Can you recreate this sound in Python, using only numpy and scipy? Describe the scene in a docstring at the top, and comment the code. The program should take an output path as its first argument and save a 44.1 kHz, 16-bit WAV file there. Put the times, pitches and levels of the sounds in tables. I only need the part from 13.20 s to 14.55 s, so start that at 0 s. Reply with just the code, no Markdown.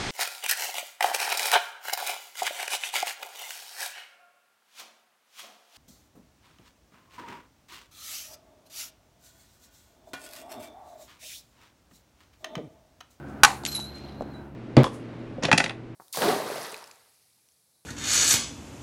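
"""A softball bat cracks against the ball on an open dirt field, hot enough to overload a nearby mic.
The crack layers ringing barrel modes, the ball's dull push and a burst of contact noise; the backstop
slaps it back and the field adds a diffuse tail. A sharp knock follows, two loose metal fittings jingle
over dry rustles and shivering wire mesh, and something thuds on the dirt.
Under it all sits a bed of low motor hum, distant outdoor noise and a faint whirr."""
import sys
import numpy as np
from scipy import signal
from scipy.fft import rfft, irfft
from scipy.io import wavfile

SR = 44100
rng = np.random.default_rng(int(sys.argv[2]) if len(sys.argv) > 2 else 0)


def waveform_to_disk(signal):
    """Save audio, clipped to [-1, 1], as 16-bit WAV at the path in sys.argv[1]."""
    frames = np.transpose(np.atleast_2d(signal))
    scaled = np.clip(frames, -1, 1) * 32767
    samples = np.round(scaled).astype(np.int16)
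    wavfile.write(sys.argv[1], SR, samples)


N = 59535
T = np.arange(N) / SR

# motor hum partials (harmonic number, level [dB])
HUM_PARTIALS = [(1, -51.5), (2, -50), (3, -50), (4, -56), (5, -54)]
# colours of the outdoor air and the distant whirr (frequency [Hz], relative density [dB])
AIR_COLOUR = [(20, -18.5), (40, -14), (60, -4), (115, 3.5), (170, -3), (270, 3.5), (480, -5.5), (720, -5),
              (1100, -13), (1500, -19.5), (2000, -21), (4000, -34), (8000, -44), (15000, -47.5)]
WHIRR_COLOUR = [(900, -35), (1250, -11), (1430, -7), (1560, -4.5), (1700, -16), (2300, -42)]
# fader rides for the air and the whirr (time [s], level [dB])
AIR_RIDE = [(0, -43), (.2, -42), (.5, -45.5), (.72, -45.5), (.9, -44.5), (1.08, -42.5), (1.22, -43.5),
            (1.35, -48)]
WHIRR_RIDE = [(0, -54.5), (.2, -52), (.55, -54.5), (.7, -60.5), (.98, -65), (1.12, -59), (1.28, -58.5),
              (1.35, -78)]
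# colours of mesh hiss, scrapes and grit, and knocks (frequency [Hz], relative density [dB])
MESH_COLOUR = [(500, -16), (1300, -5), (2000, 5), (3300, 4), (4600, 0), (6000, -6.5), (10000, -20.5),
               (15000, -26)]
GRIT_COLOUR = [(300, -9.5), (900, -3.5), (2000, -1.5), (3500, 2.5), (5300, 2.5), (7500, 3.5), (10500, -5.5),
               (13000, -18.5), (16000, -25.5)]
KNOCK_COLOUR = [(100, -11), (500, -11), (1500, -18), (2200, 1.5), (2600, -4), (4000, -0.5), (5500, -7.5),
                (7200, -4.5), (10000, -12), (13000, -30), (16000, -34)]
# dry scrapes (time [s], level [dB], attack [s], t60 [s])
SCRAPE_CUES = [(.04, -64, .06, 0.23), (0.452, -34.5, 0.0089, 0.25), (0.515, -42, 0.0054, 0.18),
               (0.549, -37.5, 0.00055, 0.043), (.559, -38.5, 0.0016, 0.066), (0.592, -43.5, 0.0083, 0.16),
               (.64, -56, 0.0051, 0.24), (.74, -59, .015, 0.2), (0.782, -46.5, 0.00092, 0.0092),
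               (1.13, -67.5, 0.013, 0.19)]
# touches of the fittings
# (time [s], pitch [Hz], level [dB], upper mode re lower [dB], attack [s], t60 [s], chatter [0-1])
JINGLE_CUES = [(.467, 4146, -37, -2, 0.011, 0.73, 0.83), (0.512, 4160, -31, -18, 0.02, 0.2, 0.16),
               (.5472, 3946, -25, -1.5, 0.0002, 0.23, 0.14), (0.591, 3946, -30.5, -15, .012, .26, 0.07),
               (.635, 3946, -54, 1.5, .004, 0.4, 0), (.652, 4120, -42, -18, 0.021, 0.34, 0.1),
               (.738, 4142, -41.5, -26, 0.013, 0.32, 0.04), (.835, 4168, -51.5, -19, 0.01, 0.42, 0.3),
               (.86, 3946, -56.5, -16, 0.023, 0.87, 0.4), (.965, 4170, -57, -18, 0.02, 0.57, 0.35),
               (1.105, 4180, -61, -16, 0.0084, 0.3, 0.1), (1.131, 3953, -49, -23.5, 0.021, .19, 0.09)]
# thuds on the dirt (time [s], level [dB], pitch [Hz], relative grit level [dB])
THUD_CUES = [(.4375, -29.5, 840, -38), (.584, -34.5, 930, -18), (0.592, -30.5, 864, -9.5),
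             (1.0087, -21.5, 612, -28.5), (1.0203, -29.5, 530, -20), (1.023, -26.5, 543, -28)]
# body of a thud (ratio to pitch, relative level [dB], t60 [s])
THUD_MODES = [(.45, -10, 0.064), (1, 3.5, .016), (1.3, -13, 0.0076)]
# sharp knocks (time [s], click level [dB], splinter level [dB], splinter t60 [s])
KNOCK_CUES = [(.436, -38, -42.5, 0.037), (.4517, -11.5, -23, 0.017), (.4528, -18, -59, 0.05),
              (0.463, -14.5, -25.5, 0.025), (0.547, -37, -48, 0.015)]
# colour of the sound scattered by the field (frequency [Hz], relative density [dB])
TAIL_COLOUR = [(100, -18.5), (670, -10.5), (780, 9.5), (950, 2.5), (1110, 7), (1400, -13.5), (1800, -4.5),
               (2400, -6), (3300, -13), (4100, -7.5), (5200, -15), (7000, -11), (10000, -21.5),
               (15000, -39.5)]
# decay of that tail (frequency [Hz], t60 [s])
TAIL_DECAY = [(300, .4), (900, 0.33), (2000, 0.31), (4000, 0.3), (8000, .3), (15000, 0.75)]
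# reflections off the backstop and fences (delay [s], gain [dB], high cut [Hz])
SLAP_TAPS = [(.0133, -3.5, 13000), (.0158, -18, 7050), (0.0185, -21, 2477), (0.033, -24.5, 5060),
             (0.0463, -24.5, 2800), (.0703, -27.5, 1170)]
# colour of the splintery contact noise (frequency [Hz], relative density [dB])
CRACK_COLOUR = [(40, -11.5), (250, -21), (420, -8), (540, -11.5), (670, -20), (800, -8), (1600, 8.5),
                (3200, -4), (4500, -1.5), (7000, -5), (11000, -6.5), (16000, -31)]
# the soft ball flattening on the barrel (frequency [Hz], relative level [dB], t60 [s])
PUSH_MODES = [(111, -17, 0.014), (457, -13, 0.0089)]
# ring of the barrel and ball (frequency [Hz], relative level [dB], t60 [s])
BAT_MODES = [(849, -0.5, 0.048), (1120, -6, 0.047), (1188, -3, 0.039), (1296, 0, 0.027), (1497, -0.5, 0.03),
             (1675, -11, .035), (1804, -3.5, 0.026), (2160, -12, 0.018), (2336, 0.5, 0.019),
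             (2754, -9.5, 0.035), (4033, -5, 0.02), (4390, -4.5, .024), (4912, -9, .025), (5715, -6.5, .03),
             (7190, -11.5, 0.035)]

HIT_S = .234


def amp(db):
    """Decibels to gain."""
    return 10 ** (np.asarray(db) / 20)


def unit_rms(x):
    """Normalises to an rms of one."""
    return x / np.sqrt(np.mean(x ** 2) + 1e-20)


def curve_at(points, hz):
    """Reads a curve on a log-frequency axis."""
    f, value = np.transpose(points)
    return np.interp(np.log(hz + 1), np.log(f + 1), value)


def noise(colour):
    """Steady coloured noise at unit rms."""
    eq = amp(curve_at(colour, np.fft.rfftfreq(N, 1 / SR)))
    return unit_rms(irfft(rfft(rng.standard_normal(N)) * eq, N))


def wander(rate_hz):
    """A random modulator at unit rms, rolling off above the given rate."""
    rolloff = 1 + (np.fft.rfftfreq(N, 1 / SR) / rate_hz) ** 4
    return unit_rms(irfft(rfft(rng.standard_normal(N)) / rolloff, N))


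def grainy_noise(colour, depth_db=3, grain_hz=491):
    """Coloured noise roughened by a fast flicker in level."""
    return unit_rms(noise(colour) * amp(depth_db * wander(grain_hz)))


def envelope(start, attack, t60):
    """Linear attack, then a decay of 60 dB every t60 seconds."""
    age = T - start
    rise = np.clip(age / max(attack, 1 / SR), 0, 1)
    return rise * np.exp(-np.log(1000) * np.maximum(age - attack, 0) / t60)


def filtered(x, hz, kind, order):
    """Causal low-pass or high-pass."""
    return signal.sosfilt(signal.butter(order, hz, kind, fs=SR, output="sos"), x)


def struck(modes, start, attack_s):
    """Damped sines set ringing by one impact."""
    return sum(amp(db) * envelope(start, attack_s, t60) * np.sin(2 * np.pi * hz * (T - start))
               for hz, db, t60 in modes)


def outdoor_bed():
    """Distant outdoor noise and a faint whirr, each on its own fader ride."""
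    air = noise(AIR_COLOUR) * amp(np.interp(T, *np.transpose(AIR_RIDE)))
    whirr = noise(WHIRR_COLOUR) * amp(np.interp(T, *np.transpose(WHIRR_RIDE)))
    return air + whirr


def motor_hum(pitch_hz=70.1, drift=.004, waver_db=1.3, waver_hz=14):
    """A motor's low harmonics, wavering in pitch and level."""
    phase = 2 * np.pi * np.cumsum(pitch_hz * (1 + drift * wander(waver_hz))) / SR
    hum = np.zeros(N)
    for harmonic, db in HUM_PARTIALS:
        peak = np.sqrt(2) * amp(db + waver_db * wander(waver_hz))
        hum += peak * np.cos(round(harmonic) * phase + 2 * np.pi * rng.random())
    return hum


def wire_mesh(level_db=-55):
    """Wire mesh shivers: a faint hiss that swells and dies slowly."""
    return amp(level_db) * envelope(start=.45, attack=.38, t60=1) * grainy_noise(MESH_COLOUR)


def scrapes():
    """Dry, grainy rustles, most of them tucked under the jingling."""
    contour = sum(amp(db) * envelope(start, attack, t60) for start, db, attack, t60 in SCRAPE_CUES)
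    return contour * grainy_noise(GRIT_COLOUR)


def chattering_mode(phase, chatter, rate_hz):
    """A mode blended between free ringing and the shake of rattling contact."""
    shaken = (wander(rate_hz) * np.sin(phase) + wander(rate_hz) * np.cos(phase)) / np.sqrt(2)
    return np.sqrt(1 - chatter) * np.sin(phase) + np.sqrt(chatter) * shaken


def fittings(drift=.00128, flutter_db=.13, flutter_hz=50, chatter_hz=113):
    """Each touch rings the two lowest modes of a loose metal ring, which flutter as it swings."""
    upper_ratio, upper_life = 2.806, .67  # pitch and t60 as multiples of the lower mode's
    out = np.zeros(N)
    for start, hz, db, upper_db, attack, t60, chatter in JINGLE_CUES:
        phase = 2 * np.pi * np.cumsum(hz * (1 + drift * wander(flutter_hz))) / SR
        lower = envelope(start, attack, t60) * chattering_mode(phase, chatter, chatter_hz)
        upper = chattering_mode(upper_ratio * phase, chatter, upper_ratio * chatter_hz)
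        upper *= amp(upper_db) * envelope(start, attack, t60 * upper_life)
        out += amp(db - flutter_db * wander(flutter_hz)) * (lower + upper)
    return out


def dirt_thuds(high_cut_hz=1200):
    """Dull landings on dirt: heavily damped low modes with a spray of grit."""
    out, grit = np.zeros(N), noise(GRIT_COLOUR)
    for start, db, hz, grit_db in THUD_CUES:
        modes = [(hz * ratio, mode_db, t60) for ratio, mode_db, t60 in THUD_MODES]
        body = filtered(struck(modes, start, attack_s=.00042), high_cut_hz, "low", order=2)
        spray = amp(grit_db) * grit * envelope(start, attack=0, t60=.013)
        out += amp(db) * (body + spray)
    return out


def hard_click(colour):
    """A coloured click at unit peak; minimum phase packs its energy at the front."""
    log_gain = np.log(amp(curve_at(colour, abs(np.fft.fftfreq(N, 1 / SR)))))
    click = np.fft.ifft(np.exp(np.conj(signal.hilbert(log_gain)))).real
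    return click / abs(click).max()


def knocks():
    """Hard, bright clicks, each trailed by a short splinter of noise."""
    click, splinter = hard_click(KNOCK_COLOUR), noise(KNOCK_COLOUR)
    out = np.zeros(N)
    for start, click_db, splinter_db, t60 in KNOCK_CUES:
        out += amp(click_db) * np.roll(click, round(start * SR))
        out += amp(splinter_db) * splinter * envelope(start, 0, t60)
    return out


def field_tail(gain_db=-20, predelay_s=.011, fade_in_s=.024):
    """The field scatters the crack into a noise tail, each band dying at its own speed."""
    start = HIT_S + predelay_s
    hz, t, bands = signal.stft(noise(TAIL_COLOUR), SR, nperseg=256)
    decay = np.exp(-np.log(1000) * np.maximum(t - start, 0) / curve_at(TAIL_DECAY, hz)[:, None])
    tail = signal.istft(bands * decay, SR, nperseg=256)[1][:N]
    fade_in = np.clip((T - start) / fade_in_s, 0, 1)
    return amp(gain_db) * fade_in * tail


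def slapback(hit):
    """The backstop and fences throw back separate echoes, the far ones mostly duller."""
    return sum(amp(db) * np.interp(T - delay, T, filtered(hit, high_cut_hz, "low", order=2), left=0)
               for delay, db, high_cut_hz in SLAP_TAPS)


def bat_crack(gain_db=-3, attack_s=.0006, low_cut_hz=784, crack_db=1):
    """Bat meets ball: the barrel rings briefly, the ball's push adds weight, contact noise adds bite."""
    ring = filtered(struck(BAT_MODES, HIT_S, attack_s), low_cut_hz, "high", order=4)
    push = struck(PUSH_MODES, HIT_S, attack_s)
    crack = amp(crack_db) * envelope(HIT_S, attack=.00022, t60=.035) * noise(CRACK_COLOUR)
    return amp(gain_db) * (ring + push + crack)


def scene():
    """The mono mix at the mic: the hit in its space, the clatter after it and the bed."""
    hit = bat_crack()
    space = slapback(hit) + field_tail()
    clatter = knocks() + dirt_thuds() + fittings() + scrapes() + wire_mesh()
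    return (hit + space + clatter + motor_hum() + outdoor_bed())[None]


def record(dry, high_cut_hz=16200):
    """The crack drives the input into soft clipping at full scale; a steep high cut trims the top."""
    clipped = dry / (1 + dry ** 8) ** (1 / 8)
    high_cut = signal.firwin(255, high_cut_hz, window=("kaiser", 9), fs=SR)
    return signal.oaconvolve(clipped, high_cut[None], "same")


dry = scene()
out = record(dry)
waveform_to_disk(out)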